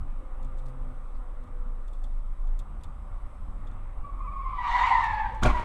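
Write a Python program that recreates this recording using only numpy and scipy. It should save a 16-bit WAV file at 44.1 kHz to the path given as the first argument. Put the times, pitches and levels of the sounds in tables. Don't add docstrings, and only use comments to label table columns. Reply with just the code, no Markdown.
import sys
import numpy as np
from scipy import signal
from scipy.fft import rfft, irfft, next_fast_len
from scipy.io import wavfile
from scipy.ndimage import uniform_filter1d, map_coordinates

SR = 44100
rng = np.random.default_rng(int(sys.argv[2]) if len(sys.argv) > 2 else 0)


def volts_from_db(level):
    exponent = np.asarray(level, float) / 20
    return 10 ** exponent


def bounce(signal):
    frames = np.transpose(np.atleast_2d(signal))
    limited = np.clip(frames, -1, 1)
    pcm = np.round(limited * 32767).astype(np.int16)
    wavfile.write(sys.argv[1], SR, pcm)


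N = 248811

# t/s, slip f/Hz, level/dB, overtone level/dB
FRONT_TYRE = [(4.05, 1131, -49.5, -15), (4.26, 1125, -55, -17), (4.36, 1107, -39.5, -24.5),
              (4.5, 1062, -37, -16), (4.58, 1005, -47, -6), (4.68, 950, -36, -4), (4.8, 960, -32, 0),
              (4.93, 935, -35, 3), (5.04, 911, -32, 7.5), (5.12, 878, -30, 0), (5.19, 852, -36, 3.5),
              (5.27, 808, -35.5, 3), (5.3, 780, -48, -20)]
# t/s, slip f/Hz, level/dB
REAR_TYRE = [
    (4.17, 1233, -54),
    (4.32, 1169, -46),
    (4.6, 1119, -43),
    (4.82, 1004, -33.5),
    (4.961, 996, -29),
    (5.08, 955.5, -36.5),
    (5.2, 924, -37.5),
    (5.42, 853.5, -40.5),
]
# t/s, slip f/Hz, level/dB
INNER_TYRE = [
    (4.55, 886, -66.5),
    (4.63, 794, -45),
    (4.9, 766, -45),
    (5.04, 770, -49.5),
    (5.12, 652.4, -54.5),
    (5.29, 570, -53.5),
    (5.33, 541.5, -44.5),
    (5.37, 525, -54),
]
# t/s, slip f/Hz, level/dB
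REBOUND_TYRE = [
    (5.49, 1058, -37),
    (5.54, 1026, -40),
    (5.565, 961, -42),
    (5.6, 948, -38),
    (5.68, 920, -45),
]
# t/s, f/Hz, level/dB, length/s
GRABS = [(4.055, 1140, -46.5, 0.048), (4.1, 1125, -48, 0.032), (4.14, 1120, -49, 0.024),
         (4.21, 1058, -41.5, 0.015), (4.225, 1209, -46, 0.039), (4.26, 1015, -44.5, 0.033),
         (4.285, 1143, -38, .026), (4.465, 1074, -40.5, 0.037), (4.53, 1005, -42, .03),
         (4.592, 985, -29.5, .018), (4.613, 977.4, -30, .03), (4.655, 960, -31.5, 0.034),
         (4.675, 1004, -33, .03), (4.55, 1150, -43, .04), (4.68, 1150, -38, .04), (4.69, 930, -31.5, 0.032),
         (4.74, 962, -26, 0.023), (4.76, 986, -23.5, 0.023), (4.765, 760, -33.5, 0.037),
         (4.795, 1000, -27, 0.021), (4.82, 953.6, -24, .028), (4.848, 1020, -23, 0.029),
         (4.865, 970, -28, .02), (4.885, 955, -28, 0.022), (4.91, 937, -26, .03), (4.935, 1009, -23, 0.019),
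         (4.955, 1004, -25.5, 0.015), (4.985, 902, -27.5, 0.03), (5.005, 930, -29.5, 0.019),
         (5.04, 925, -35, 0.016), (5.075, 891, -30.5, 0.047), (5.14, 869.6, -33, 0.032),
         (5.295, 782, -38, 0.031), (5.556, 975, -28.5, .02), (5.574, 958, -31, .016),
         (5.59, 945, -34, 0.016), (5.604, 934, -36, .012)]
# t/s, level/dB
SLIDE_HISS = [
    (4.25, -83.5),
    (4.52, -68),
    (4.62, -57),
    (4.7, -45.5),
    (4.83, -41.5),
    (5.08, -49),
    (5.25, -60.5),
    (5.41, -66),
              (5.501, -47),
    (5.545, -65.5),
    (5.57, -50),
    (5.68, -66),
]
# f/Hz, level/dB per Hz
HISS_COLOUR = [(400, -22.5), (670, -14), (750, 8.5), (1150, 9), (1380, -2.5), (1750, -5.5), (2250, 5),
               (2570, -11.5), (2850, -5.5), (4300, -15), (5600, -26), (7900, -30.5), (10000, -44),
               (12500, -61.5)]
# f/Hz, level/dB
GLASS = [(300, -22.5), (550, 0), (670, -20.5), (740, -1), (1000, 1), (1400, 2), (1620, -10.5), (2000, -6),
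         (2300, -8.5), (2570, -7), (2800, -11.5), (4000, -9), (8000, -14)]
FULL_DB = -25
OVERTONE_DB, OVERTONE_GROWS = -1, 0.44
JUDDER, JUDDER_PER_DB, CALM = 1.1, 0.01, .55
BRIGHT_DB, BRIGHT_GROWS, HARDEST_DB = 3, .2, -42

# t/s, thump level/dB, crunch level/dB, crunch fade by 60 dB/s
BLOWS = [
    (5.422, -25.5, -26, 0.14),
    (5.431, -21, -20.5, 0.062),
    (5.442, -23, -25.5, 0.065),
    (5.45, -16.5, -19.5, 0.073),
    (5.458, -17, -15, 0.046),
    (5.466, -22.5, -22, 0.089),
    (5.48, -43.5, -27, 0.17),
    (5.495, -31, -33, 0.14),
    (5.55, -39, -39, 0.45),
    (5.59, -38, -38, 0.29),
]
# f/Hz, level/dB, fade by 60 dB/s
SHELL = [(124, -1, 0.08), (189.3, -1, 0.15), (223, -4.5, 0.1), (294, -9, 0.11), (350, -20, 0.05),
         (601, -8, 0.09), (745, -6.5, 0.067)]
# f/Hz, level/dB per Hz
SNAP = [(210, -40), (300, 3.5), (600, -28), (900, -7), (1400, -2.5), (2000, -15), (2500, -15), (3500, -12),
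        (4500, -20), (6000, -18.5), (6800, -18), (9000, -26), (13000, -38), (15300, -46.5)]
# f/Hz, level/dB per Hz
CRUNCH = [(210, -55), (300, 0), (450, -8.5), (750, -11), (1000, -6.5), (1400, -5.5), (1800, -17),
          (2400, -12.5), (2900, -22), (3600, -24), (6000, -34.5), (9000, -37), (14500, -67), (15950, -120)]
# t/s, f/Hz, level/dB, fade by 60 dB/s
CABIN_BOOMS = [
    (5.411, 18.5, -21, 1),
    (5.427, 49.4, -22, 1.2),
    (5.463, 18.5, -18, .25),
    (5.4675, 49.4, -18, .1),
    (5.599, 49.4, -30, 1),
    (5.617, 36, -30, .4),
]
# t/s, f/Hz, level/dB, length/s
DEBRIS = [(5.429, 1250, -33, 0.0052), (5.436, 1382, -28.5, 0.0052), (5.437, 6760, -39.5, 0.0075),
          (5.436, 3250, -37.5, .006), (5.444, 1090, -29, .006), (5.452, 1150, -29, .007),
          (5.453, 720, -25.5, 0.0033), (5.457, 2357, -32, 0.0095), (5.458, 3300, -37, .006),
          (5.46, 720, -23, 0.0071), (5.461, 1284, -30.5, 0.0057), (5.468, 1414, -26.5, 0.0083),
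          (5.468, 740, -21.5, 0.013), (5.485, 1010, -28, 0.0042), (5.487, 2300, -38.5, .007),
          (5.499, 990, -32, 0.0051), (5.501, 2150, -40, .007), (5.504, 1100, -27, 0.0045),
          (5.513, 1096, -32, .007), (5.515, 2300, -43, .006)]
# f/Hz, fade by 60 dB/s
LOT_ECHO = [(200, 0.68), (1000, 1), (4000, 0.85), (12000, 0.5)]

# t/s, peak level/dB, ring level/dB, top level/dB
TICKS = [(0.4286, -54.5, -3, -6.5), (0.4467, -54.5, -6, -3), (0.5761, -60, -2, -3), (.584, -57, -3, -5),
         (0.5901, -53, -5, -6), (.618, -61, -9, 0), (0.6582, -49, -7, -4), (.684, -56, -5, -2),
         (0.692, -57, -6, -1), (1.472, -62, -6, -2), (1.4375, -58, -8, 0), (1.879, -51.5, -4, -3),
         (1.9321, -49.5, -4, -2.5), (2.0386, -46, -1, -2), (2.4717, -56, 1, -8), (2.591, -44.5, -1.5, -3),
         (2.8085, -58, -2, -1), (2.835, -44, -1.5, -2), (3.67, -53.5, 4, -9), (3.714, -59, 2.5, -12.5),
         (4.1894, -63, 1, 1), (5.039, -44.5, -3, -6), (5.3467, -50, -10, -10), (5.4175, -52, -8, -6)]
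# f/Hz, level/dB per Hz
CLICK = [(3800, -30), (5200, -5), (7000, 4), (9000, -3), (10500, -13), (15000, -26.5)]
# f/Hz, level/dB per Hz
TRIM_COLOUR = [(1800, -44), (2600, -7), (3300, -16.5), (4200, -6.5), (5500, -13.5), (7000, -11),
               (8500, -7.5), (10500, -14.5), (13000, -20.5), (15000, -29.5)]
# t/s, f/Hz, level/dB, length/s
RUSTLES = [
    (1.16, 4000, -76, .03),
    (2.457, 1200, -59, 0.0073),
]

# t/s, firing f/Hz, tone level/dB
ENGINE = [(0, 23.75, -31.5), (.39, 23.68, -30), (.76, 24.74, -38), (1.17, 25.23, -30), (1.4, 25.98, -36.5),
          (2.3, 25.93, -29), (2.5, 25.96, -30), (2.72, 32.76, -37.5), (3.0, 35.16, -39.5),
          (3.15, 25.8, -39), (3.55, 26.18, -44.5), (3.8, 25.33, -29.5), (3.92, 28.8, -37.5),
          (4.19, 37.07, -34.5), (4.7, 38.1, -37.5), (4.95, 41, -37.5), (5.18, 42.2, -38), (5.38, 51.4, -42)]
# t/s, lost share level/dB, length/s
FALTERS = [
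    (.23, 0, 0.05),
    (.52, -6.5, 0.051),
    (1.47, -0.5, 0.067),
    (2.37, -4, 0.044),
    (2.65, 1.5, 0.03),
]
# t/s, f/Hz, level/dB, length/s
DRONES = [
    (3.13, 89.55, -47.5, 0.13),
    (3.8, 94.8, -47, 0.29),
    (4.95, 97.9, -45.5, 0.14),
    (5.12, 101.8, -45, 0.11),
    (5.27, 205.5, -52, 0.14),
    (5.33, 109.3, -46, 0.13),
]
# f/Hz, level/dB per Hz
BOOM_COLOUR = [(7.1, -14.5), (12, -3), (35, -6.5), (46, -10.5), (60, -27), (70, -36.5), (91, -50),
               (150, -120)]
# f/Hz, level/dB per Hz
BODY_COLOUR = [(32, -27), (55, 8), (59, 1.5), (92, -4), (118, -11), (138, -9), (156, -16), (215, -14),
               (330, -27), (430, -55.5), (730, -120)]
# t/s, level over the rumble/dB, length/s
JOLTS = [
    (.04, 5, 0.21),
    (.45, 0, 0.13),
    (2.05, -7, 0.037),
    (2.75, -6.5, 0.38),
    (3.5, -9.5, 0.71),
    (4.3, -10, 0.21),
    (5.0, -15.5, 0.099),
]
BOOM_DB, BODY_DB, BODY_DB_PER_S = -37, -51.5, 1.38
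# f/Hz, level/dB per Hz
FAN_COLOUR = [(2310, -64), (3300, -2), (3800, 0), (4300, -8.5), (5500, -9), (7300, -9.5), (7900, -3.5),
              (8600, 0), (9200, -9), (10500, -7.5), (11500, -14), (12700, -12), (13100, -25.5),
              (15500, -44)]
FAN_DB = -77
# f/Hz, level/dB
CIRCUIT = [(7898, -87.5)]
# t/s, f/Hz
STEERING = [(2.85, 8900), (3.0, 9900), (3.15, 10650), (3.3, 10850), (3.45, 10450), (3.6, 9450),
            (3.75, 8300), (3.87, 7600), (4.0, 8700), (4.14, 9450), (4.28, 8650), (4.4, 9200), (4.52, 9750),
            (4.7, 9560)]
STEERING_DB, STEERING_DB_PER_S = -87, -.5

# f/Hz, level/dB per Hz
ROAD_COLOUR = [(150, -17.5), (250, -4.5), (276, -3), (300, -6.5), (365, -6), (398, -12), (556, -4),
               (606, -4), (668, -13.5), (736, -5), (884, -8), (1200, -4), (1640, -20), (2050, -20.5),
               (3300, -32.5), (4290, -57.5), (7260, -120)]
# t/s, level against the tyre wash/dB, length/s
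PASS = [
    (3.8, -11, 0.33),
]
LOW_DB, LOW_DB_PER_S, TYRE_DB = -54, -2, -54
LULL_S, LULL_DB, LULL_LASTS_S = 2.06, -2.5, 0.6
# multiple of firing rate, level/dB, waver/dB, share of each pull/dB
TRUCK_ORDERS = [
    (2, -62.5, 6, -16),
    (4, -65, 3, -25),
]
# t/s, level/dB, length/s
PULLS = [
    (.47, -48, 0.069),
    (.68, -45.5, 0.17),
    (.88, -48, 0.24),
    (1.83, -69, 0.13),
]
TRUCK_FROM_S, TRUCK_TO_S = 0.076, 1.9
TRUCK_HZ, TRUCK_HZ_PER_S = 132, -5.5


def skid():
    hiss_db, on = curves(SLIDE_HISS)
    judder = np.maximum(JUDDER + JUDDER_PER_DB * (hiss_db - HARDEST_DB), CALM)
    tyres = squeal(FRONT_TYRE, judder, wander=0.01004, spread=.035, count=3)
    tyres += squeal(REAR_TYRE, np.maximum(judder, .7), wander=.018, spread=.07, count=3)
    tyres += squeal(INNER_TYRE, 1.3, wander=.055, spread=0.069, count=3)
    tyres += squeal(REBOUND_TYRE, CALM, wander=0.01996, spread=0.085, count=3)
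    tyres += short_tones(GRABS, sag=.45, overtone_db=-2.0, grows=0.64)

    hiss = volts_from_db(12.0 + 0.94 * wobble(60)) * rush(HISS_COLOUR, patchy_db=2.5)
    top = coloured(hiss, [(4500, -39.5), (6500, -7.5)])
    top_gain = volts_from_db(BRIGHT_DB + BRIGHT_GROWS * (hiss_db - HARDEST_DB))
    scrub = on * volts_from_db(hiss_db) * (hiss - top + top_gain * top)
    return coloured(tyres, GLASS) + scrub


def squeal(rows, judder, wander, spread, count):
    n = 2 * SR
    hz, db, *own, on = [c[-n:] for c in curves(rows)]
    judder = (judder * np.ones(N))[-n:]
    overtone_db = own[0] if own else OVERTONE_DB + OVERTONE_GROWS * (db - FULL_DB)
    total = np.zeros(n)
    for block in np.linspace(-1, 1, count):
        drift = wobble(25, size=n) + 1.6 * wobble(220, size=n)
        phase = turning(hz * (1 + spread * block + judder * wander * drift))
        shake_db = 2.68 * judder * wobble(54.9, size=n)
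        outer_db = abs(block) * (5.7 * wobble(16, size=n) - 16.5 + 7.8 * judder)
        overtones = np.sin(2 * phase) + 0.16 * np.sin(3 * phase) + 0.068 * np.sin(4 * phase)
        overtones *= volts_from_db(overtone_db + 3.6 * wobble(50, size=n))
        total += volts_from_db(shake_db + outer_db) * (np.sin(phase) + overtones)
    return np.pad(on * volts_from_db(db) * total, (N - n, 0))


def crash():
    out, t = np.zeros(N + SR), np.arange(SR // 4) / SR
    for k, (s, thump_db, crunch_db, t60) in enumerate(BLOWS):
        shell = np.zeros(len(t))
        for hz, db, ring in SHELL:
            shell += volts_from_db(db + rng.normal(0, 3) - 60 * t / ring) * np.sin(2 * np.pi * hz * t)
        colour = SNAP if k == 1 else CRUNCH
        crunch = unit(coloured(rng.standard_normal(len(t)), colour))
        crunch *= volts_from_db(crunch_db - 2 + 2.1 * wobble(250, size=len(t)) - 60 * t / t60)
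        onset = 1 - np.exp(-t / 0.0032)
        out[round(s * SR):][:len(t)] += (volts_from_db(thump_db) * shell + crunch) * onset
    for s, hz, db, t60 in CABIN_BOOMS:
        boom = volts_from_db(db - 60 * t / t60) * np.sin(2 * np.pi * hz * t)
        out[round(s * SR):][:len(t)] += boom * (1 - np.exp(-t / .006))
    return out[:N] + short_tones(DEBRIS, sag=0, overtone_db=-34, grows=0)


def trim():
    out, t = np.zeros(N + SR), np.arange(SR // 10) / SR
    for s, db, ring_db, top_db in TICKS:
        snap, rattle, ring = rng.standard_normal((3, len(t)))
        click = 1.17 * unit(coloured(snap, CLICK)) * volts_from_db(-60 * t / 0.0047)
        plastic = unit(coloured(rattle, TRIM_COLOUR))
        bright = 0.45 * unit(coloured(plastic, [(7000, 0), (10000, top_db)]))
        bright *= volts_from_db(3.4 * wobble(500, size=len(t)) - 60 * t / 0.067)
        dull = unit(coloured(ring, [(2500, -37), (3000, -4.5), (3600, 9.5), (4300, -37.0)]))
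        dull *= volts_from_db(ring_db - 1.0 - 60 * t / 0.063) * np.minimum(t / 0.0033, 1)
        out[round((s + .0007) * SR):][:len(t)] += volts_from_db(db - 7.5) * (click + bright + dull)
    for s, hz, db, length in RUSTLES:
        band = [(0.79 * hz, -30), (.9 * hz, 0), (1.18 * hz, 0), (1.6 * hz, -30)]
        rub = unit(coloured(rng.standard_normal(len(t)), band))
        bell = np.exp(-4 * ((t - .05) / length) ** 2)
        out[round((s - .05) * SR):][:len(t)] += volts_from_db(db) * bell * rub
    return out[:N]


def engine():
    hz, tone_db, _ = curves(ENGINE)
    t = np.arange(N) / SR
    steady = 1 - swells(FALTERS)
    firing = np.sqrt(2) * volts_from_db(tone_db + 3.1 * wobble(7.06)) * steady * np.sin(turning(hz))
    hum = short_tones(DRONES, sag=-.3, overtone_db=-42.0, grows=0)
    boom = volts_from_db(BOOM_DB + 1.1 * wobble(4.4)) * steady * rush(BOOM_COLOUR, patchy_db=3)
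    body = volts_from_db(BODY_DB + BODY_DB_PER_S * t) * (1 + swells(JOLTS)) * rush(BODY_COLOUR, patchy_db=2.0)
    return firing + hum + boom + body


def steering():
    t = np.arange(N) / SR
    motor_hz, on = curves(STEERING)
    pole = turning(uniform_filter1d(motor_hz, size=SR // 8)) / 4
    level_db = np.minimum(STEERING_DB + STEERING_DB_PER_S * (t - STEERING[0][0]), -86)
    load = np.clip((3.6 - t) / .12 + 1, .3, 1)
    lower = .9 * np.sin(3 * pole) + .7 * np.sin(2 * pole)
    return on * volts_from_db(level_db) * (np.sin(4 * pole) + load * lower)


def fan_and_circuit():
    fan = volts_from_db(FAN_DB + .6 * wobble(3)) * rush(FAN_COLOUR, patchy_db=.8)
    return fan + sum(volts_from_db(db) * np.sin(turning(np.full(N, hz))) for hz, db in CIRCUIT)


def truck():
    t = np.arange(N) / SR
    phase = turning((TRUCK_HZ + TRUCK_HZ_PER_S * t) * (1 + 0.0048 * wobble(14.3)))
    near = np.clip(np.minimum(t - TRUCK_FROM_S, TRUCK_TO_S - t) / 0.13, 0, 1)
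    pull = swells(PULLS)
    drone = pull * np.sin(phase)
    for order, db, waver_db, pull_db in TRUCK_ORDERS:
        level = near * volts_from_db(db + waver_db * wobble(8.98)) + volts_from_db(pull_db) * pull
        drone += level * np.sin(order * phase)
    return np.sqrt(2) * drone


def road_wash():
    t = np.arange(N) / SR
    wash = rush(ROAD_COLOUR, patchy_db=1.44)
    low = coloured(wash, [(680, -9.0), (760, -38)])
    lull_db = LULL_DB * np.exp(-((t - LULL_S) / LULL_LASTS_S) ** 2)
    low_gain = volts_from_db(LOW_DB + LOW_DB_PER_S * t + 1.5 * wobble(3))
    tyre_gain = volts_from_db(TYRE_DB + lull_db) * (1 + swells(PASS))
    return volts_from_db(0.3 * wobble(5.3)) * (low_gain * low + tyre_gain * (wash - low))


def lot(x):
    hz, t, z = signal.stft(rng.standard_normal(SR // 2), SR, nperseg=256)
    fade = volts_from_db(-60 * t / along(LOT_ECHO, hz)[:, None])
    tail = signal.istft(z * fade, SR, nperseg=256)[1]
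    late = np.pad(x, (1200, 0))
    return signal.fftconvolve(late, tail / np.linalg.norm(tail))[:N]


def short_tones(rows, sag, overtone_db, grows):
    out, t = np.zeros(N + SR), np.arange(-SR // 4, SR // 4) / SR
    for s, hz, db, length in rows:
        phase = turning(hz * (1 - sag * t))
        bell = np.sqrt(2) * volts_from_db(db) * np.exp(-4 * (t / length) ** 2)
        overtone = volts_from_db(overtone_db + grows * (db - FULL_DB)) * np.sin(2 * phase)
        out[round((s + t[0]) * SR):][:len(t)] += bell * (np.sin(phase) + overtone)
    return out[:N]


def swells(rows):
    t = np.arange(N) / SR
    return sum(volts_from_db(db) * np.exp(-4 * ((t - s) / length) ** 2) for s, db, length in rows)


def rush(spectrum, patchy_db):
    z = signal.stft(rng.standard_normal(N), nperseg=512)[2]
    field = uniform_filter1d(rng.standard_normal(z.shape), size=5, axis=0)
    field = uniform_filter1d(field, size=12, axis=1)
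    patchy = signal.istft(z * volts_from_db(patchy_db * unit(field)), nperseg=512)[1][:N]
    return unit(coloured(patchy, spectrum))


def coloured(x, spectrum):
    m = next_fast_len(len(x) + 8192)
    gain = volts_from_db(along(spectrum, np.fft.rfftfreq(m, 1 / SR)))
    return irfft(rfft(x, m) * gain, m)[:len(x)]


def along(points, hz):
    f, v = np.transpose(points)
    return np.interp(np.log(hz + 1), np.log(f + 1), v)


def curves(rows, fade=0.044):
    s, *cols = np.transpose(rows)
    t = np.arange(N) / SR
    gate = np.clip(np.minimum(t - s[0], s[-1] - t) / fade + 1, 0, 1)
    return [np.interp(t, s, c) for c in cols] + [gate]


def wobble(rate, size=N):
    knots = rng.standard_normal(int(size * rate / SR) + 4)
    return map_coordinates(knots, [np.arange(size) * rate / SR])


def turning(hz):
    return 2 * np.pi * np.cumsum(hz) / SR


def unit(x):
    return x / np.sqrt(np.mean(x ** 2) + 1e-20)


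def scene():
    tyres, impact = skid(), crash()
    echo = lot(volts_from_db(-13) * tyres + volts_from_db(-14.5) * impact)
    own_car = trim() + engine() + steering() + fan_and_circuit()
    return (tyres + impact + echo + own_car + truck() + road_wash())[None]


def band_limit(x):
    return signal.sosfilt(signal.butter(12, 15375, fs=SR, output="sos"), x)


def record(dry):
    mix = dry * np.minimum((N - np.arange(N)) / 250, 1)
    return band_limit(mix)


dry = scene()
out = record(dry)
bounce(out)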